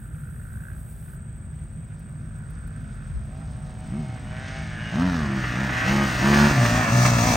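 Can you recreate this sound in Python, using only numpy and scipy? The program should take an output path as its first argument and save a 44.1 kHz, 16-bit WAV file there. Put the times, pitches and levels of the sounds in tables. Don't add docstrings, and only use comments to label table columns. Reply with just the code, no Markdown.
import sys
import numpy as np
from scipy.fft import rfft, irfft, next_fast_len
from scipy.io import wavfile
from scipy.ndimage import uniform_filter1d, map_coordinates

SR = 44100
rng = np.random.default_rng(int(sys.argv[2]) if len(sys.argv) > 2 else 0)


def wav_out(sig):
    wavfile.write(sys.argv[1], SR, np.round(np.clip(np.atleast_2d(sig).T, -1, 1) * 32767).astype(np.int16))


N = 324576
TIME = np.arange(N) / SR

# (time [s], level [dB])
RUMBLE_LEVEL = [(0, -37.5), (2.9, -37), (4.7, -36.5), (6.5, -35.5), (7.36, -27.5)]
# (time [s],
# half-length [s], level [dB])
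THUDS = [(3.16, 0.044, -26), (6.52, .025, -25)]
# (frequency [Hz], relative density [dB])
RUMBLE_SPECTRUM = [(15, -35.5), (25, -56), (43, 4), (102, 1), (145, 2.5), (164, 1.5), (179, -12.5),
                   (203, -6.5), (248, -18.5), (281, -28.5), (311, -26), (500, -41), (650, -49),
                   (1100, -120)]
MURMUR_SPECTRUM = [(150, -14), (260, 8), (400, -0.5), (580, 0), (720, -7.5), (900, -8), (1100, -11),
                   (1350, -7), (2000, -57)]
# (frequency [Hz], relative density [dB])
CHORUS_SPECTRUM = [(6400, -33), (7000, -13.5), (8000, 5), (8720, 8), (8950, -25), (9500, -30), (10600, -17),
                   (14000, -23.5), (15500, -14)]
BUZZER_SPECTRUM = [(6000, -12.5), (9000, -0.5), (10700, 10), (12000, 6), (14000, -3), (15600, -1)]
TICK_SPECTRUM = [(4000, -16), (8000, -9), (10000, 10.5), (14000, -2), (16000, 5)]
# (time [s], relative peak level [dB])
TICKS = [(1.3693, -55), (1.998, -50.5), (2.0971, -54), (2.2333, -62), (2.386, -53), (2.507, -47.5),
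         (2.6763, -47), (2.813, -54), (2.953, -56), (3.259, -54)]

# (frequency [Hz], relative density [dB])
PUFF_SPECTRUM = [(150, -6), (260, 10), (400, -1), (500, -4.5), (620, 1), (850, -3), (1100, -7.5),
                 (1350, -1), (2000, -77)]
RASP_FAR = [(590, -27), (1000, -24), (1190, -15), (1360, -2), (1530, 4.5), (2070, -2.5), (2540, -3),
            (2920, -9), (3600, -10), (4680, -34), (7920, -120)]
RASP_HEAD_ON = [(590, -33), (1000, -10.5), (1290, -5), (1370, -7), (1470, 2.5), (1640, 0), (1980, -2.5),
                (2140, 0), (2560, -7.5), (2830, -4), (3800, -19), (4940, -44.5), (8360, -120)]
RASP_NEAR = [(590, -46), (1000, -3.5), (1180, 2), (1380, -2.5), (1470, 5.5), (1960, 6.5), (2290, -4.5),
             (2540, 2), (3070, -10), (3600, -18), (4680, -45), (7920, -120)]
RASP_ABEAM = [(590, -34), (1000, 8), (1220, 7), (1580, -0.5), (1760, 8.5), (1920, 0), (2270, 7.5),
              (2450, -2), (2660, 5.5), (3020, -10.5), (3400, -4.5), (4420, -39), (7480, -120)]
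HISS_AHEAD = [(2400, -28.5), (3200, 0), (4000, 2), (5200, 2), (6600, 1), (7600, -2), (9500, -8.5),
              (11000, -16), (13500, -10), (16000, -14)]
HISS_ABEAM = [(2500, -45), (3200, -5), (4000, 2), (5200, 2.5), (6000, 6.5), (6700, 2.5), (8000, -1.5),
              (9500, -7), (11000, -26), (13500, -10), (16000, -11.5)]
# (time [s], half-length [s], added part re steady level [dB])
SURGES = [(4.55, 0.14, -5), (5.47, 0.057, -4.5), (5.89, 0.027, -6.5), (6.26, 0.011, -32),
          (6.41, 0.013, -23.5)]

# (time [s], firing rate [Hz])
SECOND_REVS = [(0, 55), (.42, 55.5), (.63, 63), (.76, 62), (.95, 55), (2, 57), (2.25, 62), (2.6, 58),
               (2.9, 62), (3.27, 59.5), (3.42, 66.5), (3.5, 61), (3.6, 62.6), (3.75, 62), (3.88, 64),
               (4.15, 63.8), (4.22, 60.3), (4.42, 65), (4.58, 66), (4.75, 60), (4.85, 60.4), (4.91, 59.3),
               (4.97, 60), (5.3, 61), (5.6, 58.5), (5.84, 65), (6.2, 60), (6.51, 57), (6.58, 58.6),
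               (6.72, 59.8), (6.8, 63.8), (6.88, 55.5), (7.05, 60.8), (7.17, 55.5), (7.28, 63.5),
               (7.36, 55.3)]
# (time [s], hold [s], opening [0-1], extra exhaust level [dB])
SECOND_TWISTS = [(.5, .41, 0, 11), (2.68, .4, .5, 3), (3.28, .15, .3, 5), (3.49, .5, 0, 4),
                 (4, .18, .55, 5.5), (4.29, .33, .65, 6.5), (4.68, .36, .5, -1), (5.1, .24, .1, 4),
                 (5.68, .16, 1, 3), (6.54, .17, 0, 6.5), (6.71, .09, 0, 5.5), (6.93, .15, .4, 2.5),
                 (7.19, .17, .3, 3)]
# (order [x firing rate], relative level [dB])
SECOND_ORDERS = [(2, -7), (4, 2), (6, -11), (8, -10), (10, 0), (12, 1.5), (14, -6.5), (16, -10), (18, -13),
                 (20, -10), (22, -24), (28, -27)]
GEAR_ORDERS = [(46, -4), (48, 0)]
# (frequency [Hz], gain per doubling of distance [dB])
GROUND_REFLECTION = [(250, -1), (500, 0), (630, 1.2), (760, 0), (890, 1), (1020, -4.5), (1130, -3.5),
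                     (1260, 0)]
# (time [s], level [dB])
PIPE_BOOMS = [(2.22, -50.5), (2.82, -48.5), (3.38, -54)]
# (frequency [Hz], gain [dB])
CASING_RESPONSE = [(1300, -14), (1450, -5), (1720, 2), (2000, -9), (2380, -13), (2600, -21), (2860, -15),
                   (3150, -26), (3540, -15), (3900, -24)]
# (time [s], half-length [s], level [dB])
WHINE_SWELLS = [(4.42, 0.13, -50.5), (4.9, 0.33, -49), (5.6, 0.25, -43), (6.9, .25, -56)]
GEAR_SWELLS = [(4.29, .06, -60), (4.9, .17, -47)]
# (time [s], level [dB])
INTAKE_LEVEL = [(.1, -59), (.5, -55.5), (.64, -52.5), (.73, -52), (.84, -65), (1.05, -66), (1.12, -57.5),
                (1.25, -62.5), (1.45, -65), (1.55, -71), (1.7, -73), (2.3, -58.5), (3.05, -57), (3.4, -76),
                (4, -92)]
# (frequency [Hz], relative density [dB])
AIRBOX_SPECTRUM = [(800, -28), (1200, -3.5), (1500, 8.5), (1850, -0.5), (2200, -24), (3000, -50)]

# (time [s], hold [s], opening [0-1], target firing rate [Hz],
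# spin-up [s], coast-down [s], extra exhaust level [dB])
LEAD_BLIPS = [(3.87, 0.14, 0.65, 83, 0.095, 0.078, 5), (4.895, .17, 1, 93.5, .09, .24, -.5),
              (5.06, .32, .7, 66, .15, .2, 1), (5.52, .13, .7, 68.5, .07, .12, -2),
              (5.825, .21, .95, 69, .06, .22, -3), (6.19, .17, 1, 71, .055, .1, -1.5),
              (6.36, .11, 1, 72.4, .04, .3, .5), (6.49, .3, 0.02, 55.7, 0.12, 0.056, 6),
              (6.889, .15, 0.07, 62, .03, 0.38, 9), (7.03, 0.3, 0.12, 53.4, .22, 0.29, 8.5)]
# (frequency [Hz], gain [dB])
PIPE_SHUT = [(55, -24.5), (70, -9), (100, -10), (120, 2.5), (160, -5), (185, -10), (240, -11.5),
             (300, -14.5), (400, -25)]
PIPE_OPEN = [(70, -10.5), (90, -7.5), (135, -5), (185, 2.5), (215, 0.5), (265, 9), (290, -6.5), (345, -7),
             (375, -13), (450, -17)]
# (frequency [x PIPE_TUNED_HZ], gain [dB])
PIPE_OVERTONES = [(6, -14), (7, -5), (8, -7), (10.4, 0), (11.5, -8), (13, -7), (14.4, -4), (15.5, -10),
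                  (17.3, -4), (23, -12), (28, -17), (40, -22)]
# (frequency [Hz], gain per doubling of distance [dB])
GRASS_RESPONSE = [(160, 0), (210, 1.5), (260, -4), (350, -4)]
# (time [s], half-length [s], level [dB])
BARKS = [(4, .035, -54.5), (5.01, 0.014, -39), (5.12, 0.15, -36), (5.88, .03, -29.5), (6.41, 0.1, -25.5)]
# (frequency [Hz], relative density [dB])
BARK_SPECTRUM = [(250, -22), (400, -10), (700, -2), (1150, -1.5), (1400, -1), (1700, 4), (2050, -9),
                 (3000, -15.5), (5500, -13), (8000, -33)]

# (frequency [Hz], coherence [0-1])
COHERENCE_AHEAD = [(200, .99), (700, .85), (1200, .7), (1650, .45), (2200, .95), (3300, .9), (4000, .99)]
COHERENCE_ABEAM = [(800, .8), (1400, .5), (1900, .4), (2500, .7), (7000, .5), (9000, .85), (13000, .97)]
# (frequency [Hz], left phase lead [rad], left minus right [dB])
PORTS_FAR = [(300, 0, 0), (700, 0, -1.5), (1200, -1.7, -7), (1650, -1.5, -6), (2100, 0, 0)]
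PORTS_NEAR = [(700, 0, 0), (950, -.4, -3), (1300, -.7, -2), (1650, -1.3, -1.2), (1900, -.5, 2.5),
              (2300, 0, .8), (3200, .4, .4), (4000, 0, .2)]
PORTS_ABEAM = [(400, 0, .6), (550, .6, 2.7), (800, .6, 3.7), (1100, .9, 0), (1550, 1.8, -4), (2200, 0, -1),
               (3200, .8, 2), (4400, 0, .5), (6000, .3, 4.5), (9000, 0, 0)]
# (frequency [Hz], left phase lead [rad])
TREBLE_PHASE = [(6800, 0), (7450, 3.14), (7900, 5.4), (8300, 6.1), (9200, 5.9), (10200, 3.6), (12200, 3),
                (13400, 0)]

# (time abeam [s], speed [m/s], closest distance [m])
LEAD_PASS, SECOND_PASS = (6.578, 7.76, 6.3), (7.452, 7.54, 6.49)
# (gain when closest [dB], loss per doubling of distance [dB], rise at full throttle [dB])
LEAD_NOTE_LAW, LEAD_OVERTONE_LAW = (-28.5, 6.73, 10.6), (-50, 9.3, 14.5)
PUFF_LAW, DRONE_LAW = (-30, 12.2, 4.6), (-35, 13, 1.5)
LEAD_RASP_LAW, SECOND_RASP_LAW = (-30.5, 12.1, 3.8), (-26, 13.5, 10.8)
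LEAD_HISS_LAW, SECOND_HISS_LAW = (-35, 15.15, 2.44), (-31, 19, 7.9)

LEAD_IDLE_HZ, PIPE_TUNED_HZ = 51.97, 66.8


def amp(db):
    return 10 ** (np.asarray(db) / 20)


def unit(x):
    return x / np.sqrt(np.mean(x ** 2) + 1e-20)


def along(points, hz):
    freqs, values = np.transpose(points)
    return np.interp(np.log(hz + 1e-3), np.log(freqs), values)


def curve(points):
    return np.interp(TIME, *np.transpose(points))


def wobble(knots_hz):
    return map_coordinates(rng.standard_normal(int(N * knots_hz / SR) + 4), [TIME * knots_hz])


def swells(rows):
    return sum(amp(db) * np.exp(-((TIME - s) / half) ** 2) for s, half, db in rows)


def crossfade(times):
    return np.array([np.interp(TIME, times, row) for row in np.eye(len(times))])[:, None]


def held_moves(rest, moves):
    value = np.full(N, float(rest))
    for start, held, target, attack, release in moves:
        i = min(int(start * SR), N - 1)
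        age = TIME[i:] - start
        reached = target + (value[i] - target) * np.exp(-(np.minimum(age, held) / attack) ** 2)
        value[i:] = rest + (reached - rest) * np.exp(-np.maximum(age - held, 0) / release)
    return value


def filtered(x, response):
    size = next_fast_len(N + 8192)
    return irfft(rfft(x, size) * response(np.fft.rfftfreq(size, 1 / SR)), size)[..., :N]


def noise(spectrum, coherence=COHERENCE_AHEAD, ring=0, gate=1):
    def response(hz):
        angle = np.arccos(np.clip(along(coherence, hz), -1, 1)) / 2
        return amp(along(spectrum, hz)) * [np.cos(angle), np.sin(angle)]
    mid, side = filtered(gate * (rng.standard_normal((2, N)) + ring), response)
    return unit(np.array([mid + side, mid - side]))


def count_cycles(rate_hz, jitter):
    return np.cumsum(rate_hz) / SR + jitter * wobble(60)


def bursts(cycles, decay, depth, scatter_db, smoothing=60):
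    strengths = amp(scatter_db * rng.standard_normal(4096))[np.abs(cycles).astype(int)]
    pulses = strengths * unit(np.exp(-(cycles % 1) / decay))
    return unit(uniform_filter1d(1 - depth + depth * pulses, smoothing))


def partial(cycles, order):
    phase = 2 * np.pi * (order * cycles % 1) - np.sqrt(order) * np.pi
    return np.sqrt(2) * np.sin(phase.astype(np.float32))


def vibration(cycles, size=512):
    shape = lambda: np.interp(cycles % 1, np.arange(size) / size, rng.standard_normal(size))
    drift = 1.67 * wobble(3)
    return unit(np.array([np.cos(drift) * shape() + np.sin(drift) * shape() for _ in range(2)]))


def ride(rate, twists, path, open_s=.039, shut_s=.045):
    throttle = held_moves(0, [(s, held, opening, open_s, shut_s) for s, held, opening, *_ in twists])
    extra_db = held_moves(0, [(s, held, db, open_s, shut_s) for s, held, *_, db in twists])
    abeam_s, speed, closest = path
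    doublings = np.log2(np.hypot(closest, speed * (TIME - abeam_s)) / closest)
    hunting = (.002 + .001 * doublings) * wobble(12)
    return rate * (1 + hunting), extra_db, (throttle, doublings)


def heard(law, throttle, doublings):
    closest_db, loss_db, open_db = law
    return amp(closest_db - loss_db * doublings + open_db * throttle)


def at_ports(sound, ports):
    freqs, lead_rad, tilt_db = np.transpose(ports)
    def response(hz):
        ratio = amp(np.interp(hz, freqs, tilt_db)) * np.exp(1j * np.interp(hz, freqs, lead_rad))
        return 2 * np.array([ratio, np.ones_like(ratio)]) / (1 + ratio)
    return filtered(sound, response)


def rumble():
    bed = amp(curve(RUMBLE_LEVEL) + 2) * noise(RUMBLE_SPECTRUM, [(100, .96)])
    thud = noise([(25, -20), (40, -16), (60, 7), (80, -2.5), (160, -29), (400, -88)], [(100, .83)])
    return bed + swells(THUDS) * thud


def insects(flutter_hz=30.3, tick_s=.004):
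    cycles = count_cycles(np.full(N, flutter_hz), jitter=.15)
    flutter = unit(amp(np.sin(2 * np.pi * cycles) + 1.7 * wobble(180) + .38 * wobble(35)))
    chorus = amp(-57.5 + .2 * wobble(2)) * flutter * noise(CHORUS_SPECTRUM, [(8000, 1)])
    buzzer_db = np.interp(TIME, [0, .8, 1.15, 1.27], [-58, -55.5, -53.5, -100])
    buzzer = amp(buzzer_db + 1.3 * wobble(25)) * noise(BUZZER_SPECTRUM, [(10000, 1)])
    snaps = sum(amp(db) * np.exp(-np.abs(TIME - s) / tick_s) for s, db in TICKS)
    ticks = amp(-3 + 2.1 * wobble(500)) * snaps * noise(TICK_SPECTRUM, [(10000, .92)])
    return chorus + buzzer + ticks


def murmur():
    return amp(-58.5) * noise(MURMUR_SPECTRUM)


def chain_and_tyre_hiss(lead_state, second_state, buzz):
    gain = np.hypot(heard(LEAD_HISS_LAW, *lead_state), heard(SECOND_HISS_LAW, *second_state))
    colours = [noise(HISS_AHEAD, ring=.5 * buzz), noise(HISS_ABEAM, COHERENCE_ABEAM, ring=.057 * buzz)]
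    hiss = gain * amp(1.1 * wobble(15)) * np.sum(np.sqrt(crossfade([6.4, 6.95])) * colours, axis=0)
    dull = filtered(hiss, lambda hz: 1 / (1 + (hz / 8000) ** 8))
    closeness = np.interp(TIME, [4.6, 6.2], [.15, 1])
    return closeness * hiss + (1 - closeness) * dull


def engine_rasp(lead_state, second_state, buzz, second_cycles):
    near_gain = np.hypot(heard(LEAD_RASP_LAW, *lead_state), heard(SECOND_RASP_LAW, *second_state))
    far_gain = np.hypot(amp(-57), amp(curve(INTAKE_LEVEL) - 9))
    gain = np.hypot(near_gain, far_gain) * amp(.14 * wobble(7.6))
    snarl = np.interp(TIME, [5, 5.7], [.9, .3]) * vibration(2 * second_cycles, size=256)[0]
    colours = [amp(-7.5) * noise(RASP_FAR),
               amp(-3) * noise(RASP_HEAD_ON, ring=buzz + snarl),
               amp(.5) * noise(RASP_NEAR, ring=buzz),
               amp(-3.5) * noise(RASP_ABEAM, COHERENCE_ABEAM, ring=buzz)]
    return gain * np.sum(np.sqrt(crossfade([3.4, 4.7, 6.3, 6.95])) * colours, axis=0)


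def gas_puffs(lead_state, buzz, beat):
    gain = heard(PUFF_LAW, *lead_state) * amp(-1 + .3 * wobble(14))
    return gain * noise(PUFF_SPECTRUM, ring=.3 * buzz, gate=beat)


def machine_noise(lead_cycles, second_cycles, lead_state, second_state):
    lead_beat = bursts(lead_cycles, decay=.93, depth=.063, scatter_db=9)
    second_beat = bursts(second_cycles, decay=.92, depth=.17, scatter_db=8)
    beat = unit(lead_beat + .6 * second_beat)
    clatter = bursts(2 * lead_cycles, decay=.94, depth=.15, scatter_db=5.5)
    buzz = 1.1 * vibration(lead_cycles) + .85 * vibration(2 * second_cycles, size=256)
    rasp = beat * engine_rasp(lead_state, second_state, buzz, second_cycles)
    hiss = clatter * chain_and_tyre_hiss(lead_state, second_state, buzz)
    return gas_puffs(lead_state, buzz, beat) + (1 + swells(SURGES)) * (rasp + hiss)


def second_intake(cycles):
    level_db = curve(INTAKE_LEVEL)
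    depth = np.interp(level_db, [-60, -52], [.45, .88])
    gulps = bursts(cycles, decay=.26, depth=depth, scatter_db=.7, smoothing=100)
    gulp_count = np.floor(cycles - .12)
    knocks = unit(np.diff(gulp_count, prepend=gulp_count[0]))
    ring = .5 * vibration(cycles) + .25 * knocks
    return amp(level_db) * noise(AIRBOX_SPECTRUM, [(1500, .94)], ring=ring, gate=gulps)


def wavering(cycles, order, db):
    return amp(db + 1.8 * wobble(16)) * partial(cycles, order)


def second_whine(cycles, rate):
    rattling = cycles + .005 * wobble(250)
    casing = sum(wavering(rattling, k, along(CASING_RESPONSE, k * rate)) for k in range(22, 64, 2))
    gears = sum(wavering(cycles, k, db) for k, db in GEAR_ORDERS)
    return swells(WHINE_SWELLS) * casing + swells(GEAR_SWELLS) * gears


def second_exhaust(cycles, rate, extra_db, throttle, doublings):
    ragged = cycles + .0022 * wobble(120)
    def tone(k):
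        db = along(SECOND_ORDERS, k) + along(GROUND_REFLECTION, k * rate) * doublings
        return wavering(ragged, k, db)
    even = sum(tone(k) for k in range(2, 30, 2))
    odd = amp(-9 - 3.5 * doublings) * sum(tone(k) for k in range(5, 19, 2))
    ground_db = np.interp(TIME, [3.2, 3.33], [-11.5, 0])
    gain = heard(DRONE_LAW, throttle, doublings) * amp(extra_db + ground_db + 1.1 * wobble(45))
    booms = swells([(s, .084, db) for s, db in PIPE_BOOMS]) * partial(cycles, order=4)
    return gain * (even + odd) + booms


def lead_intake(cycles):
    gulps = bursts(cycles, decay=.3, depth=.65, scatter_db=2)
    return swells(BARKS) * noise(BARK_SPECTRUM, ring=.6 * vibration(cycles), gate=gulps)


def lead_exhaust(cycles, rate, extra_db, throttle, doublings):
    note = overtones = 0
    for k in range(1, 6):
        open_db = along(PIPE_OPEN, k * rate) - 24 * (k == 4)
        shut_db = along(PIPE_SHUT, k * rate) + 1.8 * wobble(12)
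        grass_db = along(GRASS_RESPONSE, k * rate) * doublings
        note += amp(throttle * open_db + (1 - throttle) * shut_db + grass_db) * partial(cycles, k)
    ragged = cycles + .004 * wobble(140)
    for k in range(6, 40):
        db = along(PIPE_OVERTONES, k * rate / PIPE_TUNED_HZ) + 3.93 * wobble(7)
        overtones += amp(db) * partial(ragged, k)
    note_gain = heard(LEAD_NOTE_LAW, throttle, doublings) * amp(extra_db + .26 * wobble(50))
    return note_gain * note + heard(LEAD_OVERTONE_LAW, throttle, doublings) * overtones


def bikes():
    rev_moves = [(s, held, hz, spin_up, coast) for s, held, _, hz, spin_up, coast, _ in LEAD_BLIPS]
    lead_rate, lead_db, lead_state = ride(held_moves(LEAD_IDLE_HZ, rev_moves), LEAD_BLIPS, LEAD_PASS)
    second_rate, second_db, second_state = ride(curve(SECOND_REVS), SECOND_TWISTS, SECOND_PASS)
    lead_cycles = count_cycles(lead_rate, jitter=.004)
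    second_cycles = count_cycles(second_rate, jitter=.004)
    sound = murmur() + machine_noise(lead_cycles, second_cycles, lead_state, second_state)
    sound += second_intake(second_cycles) + second_whine(second_cycles, second_rate)
    sound += second_exhaust(second_cycles, second_rate, second_db, *second_state)
    sound += lead_intake(lead_cycles) + lead_exhaust(lead_cycles, lead_rate, lead_db, *lead_state)
    views = [at_ports(sound, PORTS_FAR), sound, at_ports(sound, PORTS_NEAR), at_ports(sound, PORTS_ABEAM)]
    return np.sum(crossfade([3.2, 4.8, 6.4, 6.85]) * views, axis=0)


def scene():
    return bikes() + rumble() + insects()


def record(dry, top_hz=15870):
    def response(hz):
        lead_rad = np.interp(hz, *np.transpose(TREBLE_PHASE))
        return np.exp(.5j * np.array([lead_rad, -lead_rad])) * (hz < top_hz)
    return filtered(dry, response)


dry = scene()
out = record(dry)
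wav_out(out)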